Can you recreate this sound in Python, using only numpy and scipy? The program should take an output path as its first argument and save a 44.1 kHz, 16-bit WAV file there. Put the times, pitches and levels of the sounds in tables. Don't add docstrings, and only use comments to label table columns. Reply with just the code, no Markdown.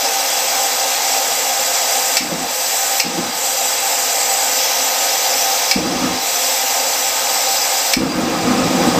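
import sys
import numpy as np
from scipy import signal
from scipy.fft import rfft, irfft, next_fast_len
from scipy.io import wavfile
from scipy.ndimage import uniform_filter1d, map_coordinates

SR = 44100
rng = np.random.default_rng(int(sys.argv[2]) if len(sys.argv) > 2 else 0)


def to_wav(sig):
    pcm = np.clip(np.atleast_2d(sig), -1, 1) * 32767
    pcm = np.round(pcm).astype(np.int16)
    wavfile.write(sys.argv[1], SR, pcm.T)


def natural_amplitude(level_db):
    exponent = np.asarray(level_db, float) / 20
    return 10 ** exponent


N = 396459
CLOCK = np.arange(N) / SR


def unit(x):
    return x / np.sqrt(np.mean(x ** 2) + 1e-20)


def ramp(start_s, length_s):
    return np.clip((CLOCK - start_s) / length_s, 0, 1)


def wobble(rate):
    knots = rng.standard_normal(int(N * rate / SR) + 4)
    return map_coordinates(knots, [CLOCK * rate])


def patches(shape, bins, frames):
    field = uniform_filter1d(rng.standard_normal(shape), size=bins, axis=0)
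    return unit(uniform_filter1d(field, size=frames, axis=1))


def bumps(modes, hz):
    return sum(db * np.exp(-2 * ((hz - center) / width) ** 2) for center, width, db in modes)


def filtered(x, db_of):
    m = next_fast_len(len(x) + 8192)
    gain = natural_amplitude(db_of(np.fft.rfftfreq(m, 1 / SR)))
    return irfft(rfft(x, m) * gain, m)[:len(x)]


def rush(spectrum, modes, patchy_db):
    z = signal.stft(rng.standard_normal(N), nperseg=512)[2]
    gain = natural_amplitude(patchy_db * patches(z.shape, bins=8, frames=10))
    air = signal.istft(z * gain, nperseg=512)[1][:N]
    f, db = np.transpose(spectrum)
    return unit(filtered(air, lambda hz: np.interp(np.log(hz + 1), np.log(f), db) + bumps(modes, hz)))


def garage(x, ripple_db):
    hz, _, z = signal.stft(x, SR, nperseg=4096)
    comb = patches(z.shape, bins=3, frames=50)
    depth_db = ripple_db * np.clip(hz / 9000, .2, 1.2)[:, None]
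    return signal.istft(z * natural_amplitude(depth_db * comb), SR, nperseg=4096)[1][:N]


# (frequency [Hz], density [dB per Hz])
RUMBLE = [(15, -25), (30, -12), (60, 5), (120, -3), (200, -16.5)]


def rumble():
    level_db = -61.5 + 1 * CLOCK
    return natural_amplitude(level_db) * rush(RUMBLE, [], patchy_db=2.5)


# (frequency [Hz], density [dB per Hz])
DRYER = [(80, -51), (130, -20.5), (220, -17), (420, -11.5), (470, -5.5), (850, -1.5), (1100, -6),
         (2000, -7), (4000, -9.5), (7500, -12), (10000, -28), (16000, -31)]
# (frequency [Hz], width [Hz], level [dB])
PIPE = [(215, 52, -7.6), (258, 42, 10.5), (436, 18, -7.0), (460, 15, 6.4), (525, 57, 10.5), (702, 83, 7.2),
        (753, 21, -10.8), (781, 11, 11.3), (811, 91, 6.5), (859, 11, -8.8), (887, 26, 5.2), (929, 19, 3.8),
        (1039, 14, 5.2), (1290, 15, -6.4), (1444, 52, -4.0), (1504, 20, 4.9), (1603, 150, 2.1),
        (2009, 25, 3.1), (2117, 26, 4.8), (2184, 12, -4.9), (2340, 150, 2.4), (2527, 28, -6.3),
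        (2570, 25, 3.1), (2614, 12, 5.1), (2781, 113, 2.9), (3059, 84, -2.5), (3340, 132, 4.5),
        (3382, 11, -5.8), (3406, 24, 2.4)]
# (frequency [Hz], width [Hz], level [dB])
WALLS = [(3707, 44, 3.6), (3961, 105, 6.7), (4312, 38, 8.4), (4645, 26, -4.2), (4790, 70, 12),
         (5121, 67, -3.2), (5197, 38, 5.5), (5283, 69, 9.9), (5466, 77, -6.4), (5615, 104, 4.2),
         (5873, 36, 4.3), (5947, 28, -7.6), (5986, 122, 9.6), (6017, 45, -6.2), (6098, 25, 6),
         (6241, 21, -4.9), (6483, 29, 4.5), (6874, 25, 5.5), (7084, 47, -4.6), (7291, 186, 5.2),
         (7442, 26, 4.2), (7584, 87, -5.9), (7917, 96, 9.1), (8032, 41, 5.3), (8121, 105, -4.3),
         (8292, 63, 8.3), (8349, 45, 7.2), (8424, 33, -5.9), (8536, 105, -4.5)]
# (frequency [Hz], width [Hz], level [dB])
SHEEN = [(8841, 119, 6.6), (9148, 55, -4.0), (9569, 115, -3.8), (9746, 240, 6.2), (9907, 64, -4.9),
         (10062, 50, -6.2), (10133, 105, 3.7), (10282, 67, 8.6), (10497, 68, -5.8), (10729, 184, 7.3),
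         (11578, 74, 4.2), (11771, 22, 6.0), (11899, 109, 7.1), (11928, 35, -5.2), (12098, 165, 3.3),
         (12202, 44, -10.3), (12286, 105, 3.8), (12352, 40, 5.3), (12386, 35, -8.0), (12512, 62, 4.0),
         (12808, 71, 4.4), (13084, 41, 2.9), (13268, 142, 5.1), (13791, 240, 3.5), (13998, 76, -9.4),
         (14247, 79, 7.6), (14446, 50, -2.6), (14750, 79, 4.6)]
# (frequency [Hz], wander [Hz], level [dB])
TONES = [
    (780, 1.43, -39.5),
    (1253, 1.22, -39),
    (4820, 5.87, -36.5),
]


def dryer():
    air = natural_amplitude(-20.5) * rush(DRYER, PIPE + WALLS + SHEEN, patchy_db=0.66)
    out = garage(air, ripple_db=2.5)
    for hz, wander, db in TONES:
        level_db = db + 4.5 + 0.83 * wobble(6.4)
        phase = 2 * np.pi * np.cumsum(hz + wander * wobble(6)) / SR
        out += natural_amplitude(level_db) * np.sin(phase)
    return out


def hush(lag_s):
    fall_s, return_s = .03, .08
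    return sum(db * (ramp(lit - fall_s, fall_s) - ramp(gone + lag_s, return_s))
               for lit, gone, _, _, db in BURNS)


# (frequency [Hz], density [dB per Hz])
LOWER = [(800, -48), (2000, -6), (3200, -6.5), (4500, -6), (5400, -1.5), (6200, 0), (6700, -3.5),
         (7200, -14)]
BODY = [(6100, -27), (6600, -9), (7000, -3.5), (7800, -3), (8600, -10.5), (10500, -40), (12000, -47)]
FIZZ = [(8000, -36), (9500, -0.5), (11000, 0.5), (12000, 4.5), (13300, 10), (14300, 3), (14950, -1),
        (15150, 6), (16000, 3.5)]
# (time [s], gas flow [dB], aim towards the pipe mouth [dB])
JET = [(0, 0, 4), (.5, -0.5, 1), (1, 0, 3), (1.4, 0.5, -1), (1.8, 0.5, -0.5), (2.17, 1, -2), (2.8, 3, 0),
       (3.75, 1.5, -2), (4.5, 1, -2), (4.66, 1.5, 9), (4.85, 2, 1.5), (5.5, 1.5, 4.5), (5.9, -2, 4),
       (6.3, 2, 3), (6.7, 1, 2), (7.4, 0, 0.5), (7.93, 1.5, 2), (8.99, 3, 0)]


def gas():
    s, flow, aim = np.transpose(JET)
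    flow_db, aim_db = np.interp(CLOCK, s, flow), np.interp(CLOCK, s, aim)
    flutter_db = 0.3 * wobble(9) + 0.38 * wobble(25)
    body_hush_db, fizz_hush_db = hush(lag_s=0.05), hush(lag_s=0.022)
    lower_db = -22 + 0.38 * flow_db + 0.29 * aim_db + 0.52 * body_hush_db + flutter_db
    body_db = -24 + 0.79 * flow_db - 0.5 * aim_db + 0.89 * body_hush_db + flutter_db
    fizz_db = -26.5 + flow_db + 1.03 * fizz_hush_db + flutter_db
    lower = natural_amplitude(lower_db) * rush(LOWER, PIPE + WALLS, patchy_db=0.9)
    body = natural_amplitude(body_db) * rush(BODY, WALLS + SHEEN, patchy_db=1.2)
    fizz = natural_amplitude(fizz_db) * rush(FIZZ, SHEEN, patchy_db=1.3)
    return garage(lower + body + fizz, ripple_db=1.6)


# (time [s], peak level [dB])
RELEASE = (8.112, -21)


def release():
    s, db = RELEASE
    scrape = filtered(rng.standard_normal(N), lambda hz: bumps([(4800, 300, 50)], hz) - 50)
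    return natural_amplitude(db) * unit(scrape) * np.exp(-.5 * ((CLOCK - s) / 0.014) ** 2)


# (time [s], peak level [dB], rebound delay [s], rebound level [dB], room level [dB])
SNAPS = [
    (2.1693, 2, .0034, -3, -16),
    (2.999, 1.5, .0033, -.5, -17),
    (5.7123, 1.5, .0035, -1.5, -16),
    (7.9352, 1, .0035, -1, -17),
]
# (frequency [Hz], level [dB], decay by 60 dB [s])
LIGHTER = [(1900, -11, .01), (2300, -6, .014), (2650, -6, .012), (3150, -7, .006), (3700, -6, .006),
           (4300, -4, .01), (4850, -2, .012), (5350, -1, .01), (5800, -6, .008), (7700, -6, .008),
           (9400, -12, .005), (10200, -11, .005), (13700, -9, .005)]


def lighter():
    out, t = np.zeros(N + SR), np.arange(SR // 4) / SR
    for s, db, delay, rebound_db, room_db in SNAPS:
        for at, hit_db in ((s, db), (s + delay, db + rebound_db)):
            ring = np.zeros(len(t))
            for hz, level, t60 in LIGHTER:
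                decay = natural_amplitude(level + rng.normal(0, 1) - 60 * t / t60)
                ring += decay * np.sin(2 * np.pi * (hz * t + .3 * rng.random()))
            ring *= 1 - np.exp(-t / .00025)
            ring /= np.abs(ring).max()
            out[round(at * SR):][:len(t)] += natural_amplitude(hit_db) * ring
        echoes = rng.standard_normal(len(t)) * natural_amplitude(-60 * t / 0.31) * (1 - np.exp(-t / 0.0024))
        room = signal.fftconvolve(echoes, ring / np.linalg.norm(ring))[:len(t)]
        out[round(s * SR):][:len(t)] += natural_amplitude(db + room_db) * room
    return filtered(out[:N], lambda hz: 90 * np.log10(np.clip(hz / 1950, 1e-4, 1)))


# (frequency [Hz], density [dB per Hz])
ROAR = [(20, -40), (40, -28), (85, -29), (105, -7.5), (135, -15.5), (170, -4.5), (340, -1.5), (420, -5),
        (700, -11.5), (1500, -34)]
CRACKLE = [(200, -9.5), (450, -4), (800, -7.5), (1250, -6.5), (1500, -13), (2500, -14.5), (5000, -30.5),
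           (9000, -44)]
# (frequency [Hz], width [Hz], level [dB])
FIREBOX = [(188, 46, 11.2), (195, 19, -7.6), (252, 28, 10), (275, 15, -5), (310, 44, 5.5), (369, 17, -4.2),
           (402, 29, -8.2), (441, 22, -6.9), (469, 20, 5.5), (515, 60, 3.4), (614, 23, -5.2),
           (686, 60, -2.3), (729, 36, 5.1), (785, 42, 7.3), (828, 18, 3.8), (866, 19, -3.6),
           (1039, 20, 4.6), (1172, 19, 3.1), (1240, 45, 5.2), (1391, 19, -3.9)]
# (catches [s], blows out [s], roar level [dB], push level [dB], hush of the hiss [dB])
BURNS = [
    (2.205, 2.442, -27.5, -11, -6),
    (3.043, 3.28, -25.5, -13, -7.5),
    (5.759, 6.142, -21.5, -0.5, -7.5),
    (7.968, 9.5, -16.5, 7, -14),
]
# (time [s], level over the roar [dB])
SURGES = [(2.245, 4), (2.275, -3), (2.33, 9.5), (3.075, 4), (3.115, -3), (3.195, 7), (5.79, 4), (5.86, 5),
          (5.935, 4), (5.98, -3), (6.045, 3), (6.09, 2.5), (6.125, -5), (8.03, 5), (8.2, 4.5), (8.3, -1),
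          (8.54, 2.5), (8.68, -1), (8.75, 3.5), (8.87, 5.5), (8.93, -2), (8.98, 2.5)]


def flame():
    out, surge_s, flare_s = np.zeros(N), 0.02, 0.014
    surge_db = sum(db * np.exp(-.5 * ((CLOCK - s) / surge_s) ** 2) for s, db in SURGES)
    roar = natural_amplitude(surge_db) * rush(ROAR, FIREBOX, patchy_db=-1.3)
    crackle = natural_amplitude(-3 + 0.23 * surge_db) * rush(CRACKLE, FIREBOX + WALLS, patchy_db=2.2)
    t = np.arange(SR // 10) / SR
    push = np.sin(2 * np.pi * 250 * t) * natural_amplitude(-60 * t / 0.037)
    push += 0.1 * np.sin(2 * np.pi * 60 * t) * natural_amplitude(-60 * t / 0.1)
    push *= 1 - np.exp(-t / 0.0023)
    for lit, gone, roar_db, push_db, _ in BURNS:
        fading_db = -230 * np.maximum(CLOCK - gone, 0)
        out += ramp(lit - flare_s / 2, flare_s) * natural_amplitude(roar_db + fading_db) * (roar + crackle)
        out[round(lit * SR):][:len(t)] += natural_amplitude(push_db) * push
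    return out


DUCKS_DB = [
    -6,
    -4.5,
    -4,
    -9.5,
]


def camera_gain():
    gain_db, duck_s, recover_s = np.zeros(N), 0.015, 0.43
    for snap, db in zip(SNAPS, DUCKS_DB):
        recovery = np.exp(-np.maximum(CLOCK - snap[0], 0) / recover_s)
        gain_db += db * ramp(snap[0] + 0.0058, duck_s) * recovery
    return natural_amplitude(gain_db)


def scene():
    ducked = rumble() + dryer() + gas() + release() + flame()
    return np.array([camera_gain() * ducked + lighter()])


def band_limit(x):
    return signal.sosfilt(signal.butter(12, 15320, fs=SR, output="sos"), x)


# (frequency [Hz], width [Hz], level [dB])
PORT = (11245, 250, -27)


def record(dry):
    x = dry[0] / (1 + np.abs(dry[0] / .95) ** 6) ** (1 / 6)

    def response_db(hz):
        low_cut_db = 40 * np.log10(np.clip(hz / 45, 1e-4, 1))
        high_cut_db = -120 * (hz > 15320)
        return bumps([PORT, (11000, 1200, -8)], hz) + low_cut_db + high_cut_db

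    mix = filtered(x, response_db)[None]
    return band_limit(mix)


dry = scene()
out = record(dry)
to_wav(out)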